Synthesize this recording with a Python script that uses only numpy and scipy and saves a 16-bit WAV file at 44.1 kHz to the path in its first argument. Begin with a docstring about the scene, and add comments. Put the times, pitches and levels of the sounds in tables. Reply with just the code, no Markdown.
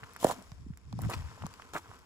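"""On a shore of loose pebbles and broken shells, three steps are heard from a hand-held phone.
Each sole grinds a crowd of dull pebbles and bright shell chips, made of thousands of tiny clicks.
Single stones knock, shells snap, and loose gravel trickles between the steps.
The hand shakes and bumps the phone, while a faint wind rumbles in the microphone."""
import sys
import numpy as np
from scipy import signal
from scipy.fft import rfft, irfft
from scipy.io import wavfile
from scipy.ndimage import uniform_filter1d

SR = 44100
rng = np.random.default_rng(int(sys.argv[2]) if len(sys.argv) > 2 else 0)


def to_wav(sig):
    """Store sig (one row per channel, or 1-D mono) as 16-bit WAV at the path in sys.argv[1].

    Samples outside -1..1 are clipped; the rate is SR.
    """
    pcm = np.clip(np.atleast_2d(sig), -1, 1) * 32767
    pcm = np.round(pcm).astype(np.int16)
    wavfile.write(sys.argv[1], SR, pcm.T)  # frames by channels


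N = 90404

# how loud the loose gravel is (time [s], pebble level [dB], shell level [dB])
TRICKLE_LEVELS = [(0.0, -58, -71.5), (0.23, -62.5, -60), (0.29, -53, -60.5), (0.56, -74.5, -69.5),
                  (0.77, -75, -76), (0.88, -73, -71.5), (0.98, -82, -65.5), (1.1, -61, -57.5),
                  (1.13, -54, -58.5), (1.24, -60, -63), (1.65, -59.5, -66), (1.79, -66.5, -68.5),
                  (1.93, -58.5, -67), (2.05, -66.5, -73)]
# swells of rumble from the hand (middle [s], half length [s], level [dB], pitch [Hz])
HAND_SWELLS = [(0.037, 0.021, -54, 111.7), (0.282, 0.054, -49, 119), (0.385, 0.028, -53.5, 221.8),
               (0.555, 0.09, -54, 69), (0.619, 0.021, -50, 123.4), (0.706, 0.064, -47, 70),
               (0.87, 0.032, -50.5, 69), (0.996, 0.078, -39.5, 122.2), (1.058, 0.035, -30.5, 110.6),
               (1.184, 0.034, -38, 86.16), (1.243, 0.044, -42, 70.1), (1.319, 0.048, -53, 104.2),
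               (1.441, 0.033, -43.5, 105.9), (1.522, 0.02, -58, 99.3), (1.754, 0.017, -49.5, 159.1),
               (1.9, 0.016, -51, 101.7)]
# single stones knocking (time [s], level [dB], pitch [Hz], left over right [dB])
STONE_KNOCKS = [(.033, -32.5, 1480, -1), (0.162, -32.5, 1460, -2), (0.2452, -7.5, 586, -3),
                (0.2505, -24.5, 415, 8), (.267, -22, 613, -5), (0.297, -23, 817, -11),
                (0.3008, -22, 770, -1), (0.313, -24, 880, -9), (0.3197, -52, 940, 1),
                (0.518, -45.5, 1160, -7), (.7725, -48, 1620, 0), (0.927, -40, 855, -6),
                (.990, -31.5, 790, -6), (1.0485, -36, 1280, -8), (1.0906, -35, 490, 2),
                (1.097, -29.5, 830, -5), (1.101, -33, 783, -2), (1.286, -43, 1560, 0),
                (1.3146, -40, 1110, 5), (1.376, -44.5, 724, 8), (1.421, -36, 1100, 0), (1.437, -32, 874, 0),
                (1.46, -39.5, 1070, -7), (1.465, -33, 970, 4), (1.597, -38, 1130, 0),
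                (1.621, -43, 1410, -6), (1.7353, -35.5, 1100, 1), (1.745, -36, 910, 9),
                (1.753, -29.5, 580, -1), (1.7615, -26.5, 1684, 0), (1.7643, -22.5, 1243, -3),
                (1.773, -28, 1305, -4), (1.8579, -43.5, 1050, -3), (1.914, -38, 1110, -3.5)]
# shells snapping (time [s], level [dB], favoured pitch [Hz])
SHELL_SNAPS = [(0.038, -39.5, 1860), (.135, -45.5, 11000), (0.164, -41, 8900), (0.244, -21.5, 9000),
               (0.269, -30.5, 8500), (0.31, -33, 4500), (0.313, -35.5, 9000), (.424, -48.5, 7700),
               (0.5179, -47.5, 3020), (0.7363, -53.5, 1870), (0.7737, -46, 8560), (.927, -44.5, 3500),
               (0.9898, -47.5, 8000), (1.0181, -32, 14600), (1.049, -43, 1980), (1.098, -37, 11000),
               (1.102, -33.5, 11300), (1.126, -58, 9000), (1.423, -45, 3400), (1.459, -43.5, 3205),
               (1.4655, -39.5, 6360), (1.539, -44, 4800), (1.621, -42.5, 2940), (1.736, -43, 7000),
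               (1.746, -45, 7000), (1.783, -41.5, 5450), (1.99, -53.5, 10300)]
# the foot pressing down
# (start [s], rise [s], hold [s], fall [s], pebble level [dB], pebble pitch [Hz], shell level [dB])
FOOT_PRESSES = [(0.186, 0.047, 0.09, 0.016, -39, 702, -42.5), (.97, 0.052, 0.043, 0.0067, -51, 970, -60),
                (1.077, 0.033, .034, 0.0078, -40.5, 840, -49.5),
                (1.116, 0.019, 0.0086, 0.006, -43.5, 2650, -60), (1.128, .01, .006, 0.0063, -41, 990, -70),
                (1.732, 0.0048, 0.045, 0.0096, -41.5, 1065, -49)]
# the hand bumping the phone (time [s], level [dB], pitch [Hz])
HAND_BUMPS = [(.243, -25.5, 184), (0.514, -40, 135), (0.662, -38, 215), (0.699, -32, 148.5),
              (.932, -31.5, 171), (1.443, -29.5, 163)]
# the tone of each sound and of the microphone, from low to high (frequency [Hz], level [dB])
TRICKLE_PEBBLE_TONE = [(150, -7), (350, -4.5), (650, -7), (1100, 0.5), (1700, -8), (2500, -11.5),
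                       (5000, -24)]
TRICKLE_SHELL_TONE = [(1000, 11), (2500, 9), (4000, 3), (5500, 7), (7500, 0), (11000, -1), (14000, -22),
                      (16000, -21)]
WIND_TONE = [(20, -34.5), (40, -9), (65, 14.5), (110, -8), (200, -5.5), (400, -16.5), (1500, -45.5),
             (8000, -74)]
PEBBLE_TONE = [(120, -15.5), (300, -1.5), (600, -5.5), (1000, 4.5), (1400, -4.5), (2100, -9.5), (3200, -19),
               (6000, -68.5)]
SNAP_TONE = [(500, 16), (1500, 13), (3300, 0), (7500, -0.5), (11000, -1), (16000, 2)]
SHELL_TONE = [(600, -20), (1600, -14), (3300, 0), (4500, -7), (7200, -3), (9000, -3.5), (11000, -5),
              (16000, -2.5)]
MICROPHONE_TONE = [(6000, 0.5), (7200, 2.5), (8600, 1), (9600, -6.5), (11000, 4.5), (12600, -9),
                   (14000, -2.5), (15300, -5.5), (16300, -20.5)]
# how much louder the left microphone opening is than the right (frequency [Hz], difference [dB])
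LEFT_LEVEL = [(200, 1), (700, -2), (1300, 0), (2400, 2.5), (4400, 10.5), (8000, 1.5), (15000, -1)]
# how far the left wave runs ahead; below zero it lags (frequency [Hz], lead [radians])
LEFT_LEAD = [(0, 0), (1000, -.85), (2200, -1.5), (3900, -2.6), (4700, -.7), (7800, -.1), (9600, -3.1),
             (11100, -6.3), (12700, -9.4), (14300, -12.6), (16000, -16)]

PEBBLE_HZ = 1000  # the pitch at which PEBBLE_TONE is strongest
PEBBLE_WIDTH, SHELL_WIDTH = 0.11, 0.87  # 0 sits in the middle, 1 spreads wide


def undb(db):
    """Turn decibels into a number to multiply by."""
    return 10 ** (np.asarray(db) / 20)


def unit(x):
    """Scale a sound so its average strength (rms) is 1."""
    return x / np.sqrt(np.mean(x ** 2) + 1e-20)


def pan(x, db):
    """Place a sound by making the left side db louder than the right."""
    gains = undb(np.array([[db], [-db]]) / 2)
    return x * gains / gains.mean()


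def spread(mid, side, width):
    """Make left and right: side is added on the left and taken away on the right."""
    return mid + width * side * np.array([[1], [-1]])


def colour(x, tone, ripple_db=0, stretch=1):
    """Give a sound a tone; ripple_db adds random peaks and dips, and stretch multiplies the pitch."""
    hz, db = np.array(tone, float).T
    f = np.maximum(np.fft.rfftfreq(1024, 1 / SR), 1)
    shape_db = np.interp(np.log(f), np.log(hz * stretch), db)
    ripple_hz = np.geomspace(200, 17000, 36)
    shape_db += ripple_db * np.interp(f, ripple_hz, rng.standard_normal(len(ripple_hz)))
    # build a filter that rings only after each click, never before it
    cepstrum = irfft(np.log(undb(shape_db)))
    cepstrum[1:len(f) - 1] *= 2
    cepstrum[len(f):] = 0
    ring = irfft(np.exp(rfft(cepstrum)))
    return signal.oaconvolve(np.atleast_2d(x), ring[None], axes=1)[:, :np.shape(x)[-1]]


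def grains(per_s, uneven_db, tone, width, stretch=1, kinds=8):
    """Many grains collide in weak and strong clicks; each kind of grain has its own ring and place."""
    out = 0
    for _ in range(kinds):
        strength = undb(uneven_db * np.minimum(rng.exponential(size=N), 4))
        sign = np.sign(rng.random(N) - .5)
        clicks = strength * sign * (rng.random(N) < per_s / kinds / SR)
        mid, side = (unit(colour(clicks, tone, ripple_db=5.5, stretch=stretch)) for _ in range(2))
        out = out + spread(mid, np.roll(side, rng.integers(4, 30)), width)
    return unit(out)


def thud(start, hz, cycles=2.828, sag=.65):
    """A dull blow: a few swings that drop in pitch as the contact gives way."""
    progress = np.clip((np.arange(N) / SR - start) * hz / cycles, 0, 1)
    phase = 2 * np.pi * cycles * (progress + sag * progress * (1 - progress))
    return np.sin(np.pi * progress) ** 2 * np.sin(phase)


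def burst(start, decay_s, tone, width, stretch=1, samples=4096):
    """A splintering crack: noise that dies away fast, with its own ring."""
    fade = np.exp(-np.arange(samples) / SR / decay_s)
    noises = rng.standard_normal((2, samples)) * fade
    mid, side = (unit(colour(noise, tone, ripple_db=2, stretch=stretch)) for noise in noises)
    crack = spread(mid, side, width) * np.sqrt(np.mean(fade ** 2))
    return np.pad(crack, ((0, 0), (max(int(start * SR), 0), N)))[:, :N]


def trickle(pebble_boost_db=2.5, shell_boost_db=1.5):
    """Loose gravel keeps shifting between the steps."""
    t = np.arange(N) / SR
    times, pebble_db, shell_db = np.array(TRICKLE_LEVELS).T
    pebbles = grains(per_s=2200, uneven_db=3.5, tone=TRICKLE_PEBBLE_TONE, width=0.25)
    shells = grains(per_s=4400, uneven_db=3.5, tone=TRICKLE_SHELL_TONE, width=SHELL_WIDTH)
    pebbles *= undb(np.interp(t, times, pebble_db) + pebble_boost_db)
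    shells *= undb(np.interp(t, times, shell_db) + shell_boost_db)
    return pebbles + shells


def wind(level_db=-62):
    """A faint, steady wind makes a low noise in the microphone."""
    noise = spread(*rng.standard_normal((2, N)), width=0.63)
    return undb(level_db) * unit(colour(noise, WIND_TONE))


def hand_rumble(waver_share=0.164, band_width=.5, noise_db=-6):
    """The phone shudders in the hand: a low, wavering note with noise around it swells and fades."""
    t = np.arange(N) / SR
    f = np.fft.rfftfreq(N, 1 / SR) + 1
    out = 0
    for middle, half_length, db, hz in HAND_SWELLS:
        swell = np.exp(-((t - middle) / half_length) ** 2)
        waver = unit(uniform_filter1d(rng.standard_normal(N), size=400))
        pitch = hz * (1 + waver_share * waver)
        shudder = np.sqrt(2) * np.sin(2 * np.pi * np.cumsum(pitch) / SR)
        band = np.exp(-.5 * (np.log(f / hz) / band_width) ** 2)
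        mid, side = unit(irfft(rfft(rng.standard_normal((2, N))) * band, N))
        out = out + undb(db) * swell * spread(shudder + undb(noise_db) * mid, side, width=0.65)
    return out


def stone_knocks(cycles=2.828, jostle_db=-17, jostle_s=0.0057):
    """A stone strikes its bed, then jostles its neighbours."""
    out = 0
    for start, db, hz, pan_db in STONE_KNOCKS:
        jostle = burst(start + cycles / hz, jostle_s, PEBBLE_TONE, PEBBLE_WIDTH, hz / PEBBLE_HZ)
        knock = thud(start, hz, cycles) + undb(jostle_db) * jostle
        out = out + undb(db) * pan(knock, pan_db)
    return out


def shell_snaps(decay_s=0.0013, cut_db_per_octave=7.5, trim_db=-1):
    """Shells crack with a tick, brighter the smaller the chip."""
    out = 0
    for start, db, hz in SHELL_SNAPS:
        tone = [(f, level - cut_db_per_octave * abs(np.log2(f / hz))) for f, level in SNAP_TONE]
        out = out + undb(db + trim_db) * burst(start, decay_s, tone, SHELL_WIDTH)
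    return out


def crunches(settle_db=-16, settle_s=0.11):
    """The sole presses, holds and lets go; pebbles and shells grind under it, then slowly settle."""
    t = np.arange(N) / SR
    shells = grains(per_s=2400, uneven_db=3.5, tone=SHELL_TONE, width=SHELL_WIDTH)
    out = 0
    for start, rise, hold, fall, pebble_db, hz, shell_db in FOOT_PRESSES:
        press = np.clip((t - start) / rise, 0, 1)
        since_lift = np.maximum(t - start - rise - hold, 0)
        fade = np.maximum(np.exp(-since_lift / fall), undb(settle_db) * np.exp(-since_lift / settle_s))
        pebbles = grains(per_s=2000, uneven_db=7, tone=PEBBLE_TONE, width=PEBBLE_WIDTH,
                         stretch=hz / PEBBLE_HZ)
        pebbles *= press  # they lie under the shells and give way later
        out = out + press * fade * (undb(pebble_db) * pebbles + undb(shell_db) * shells)
    return out


def hand_bumps():
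    """The hand bumps the phone with a few low thuds."""
    return sum(undb(db) * thud(start, hz) for start, db, hz in HAND_BUMPS)


def scene():
    """Everything sounds close by, in the open air."""
    return crunches() + stone_knocks() + shell_snaps() + trickle() + wind() + hand_rumble() + hand_bumps()


def record(dry, top_hz=16300):
    """The phone's two openings differ in level and delay and colour the highs; the very top is cut."""
    f = np.fft.rfftfreq(N, 1 / SR)
    hz, db = np.array(LEFT_LEVEL).T
    left_db = np.interp(np.log(f + 1), np.log(hz), db)
    lead = np.interp(f, *np.array(LEFT_LEAD).T)
    left = undb(left_db / 2) * np.exp(1j * lead)
    right = undb(-left_db / 2)
    heard = irfft(rfft(dry) * np.array([left, right]), N)
    top_cut = signal.ellip(8, .2, 70, top_hz, fs=SR, output="sos")
    return signal.sosfilt(top_cut, colour(heard, MICROPHONE_TONE))


dry = scene()
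out = record(dry)
to_wav(out)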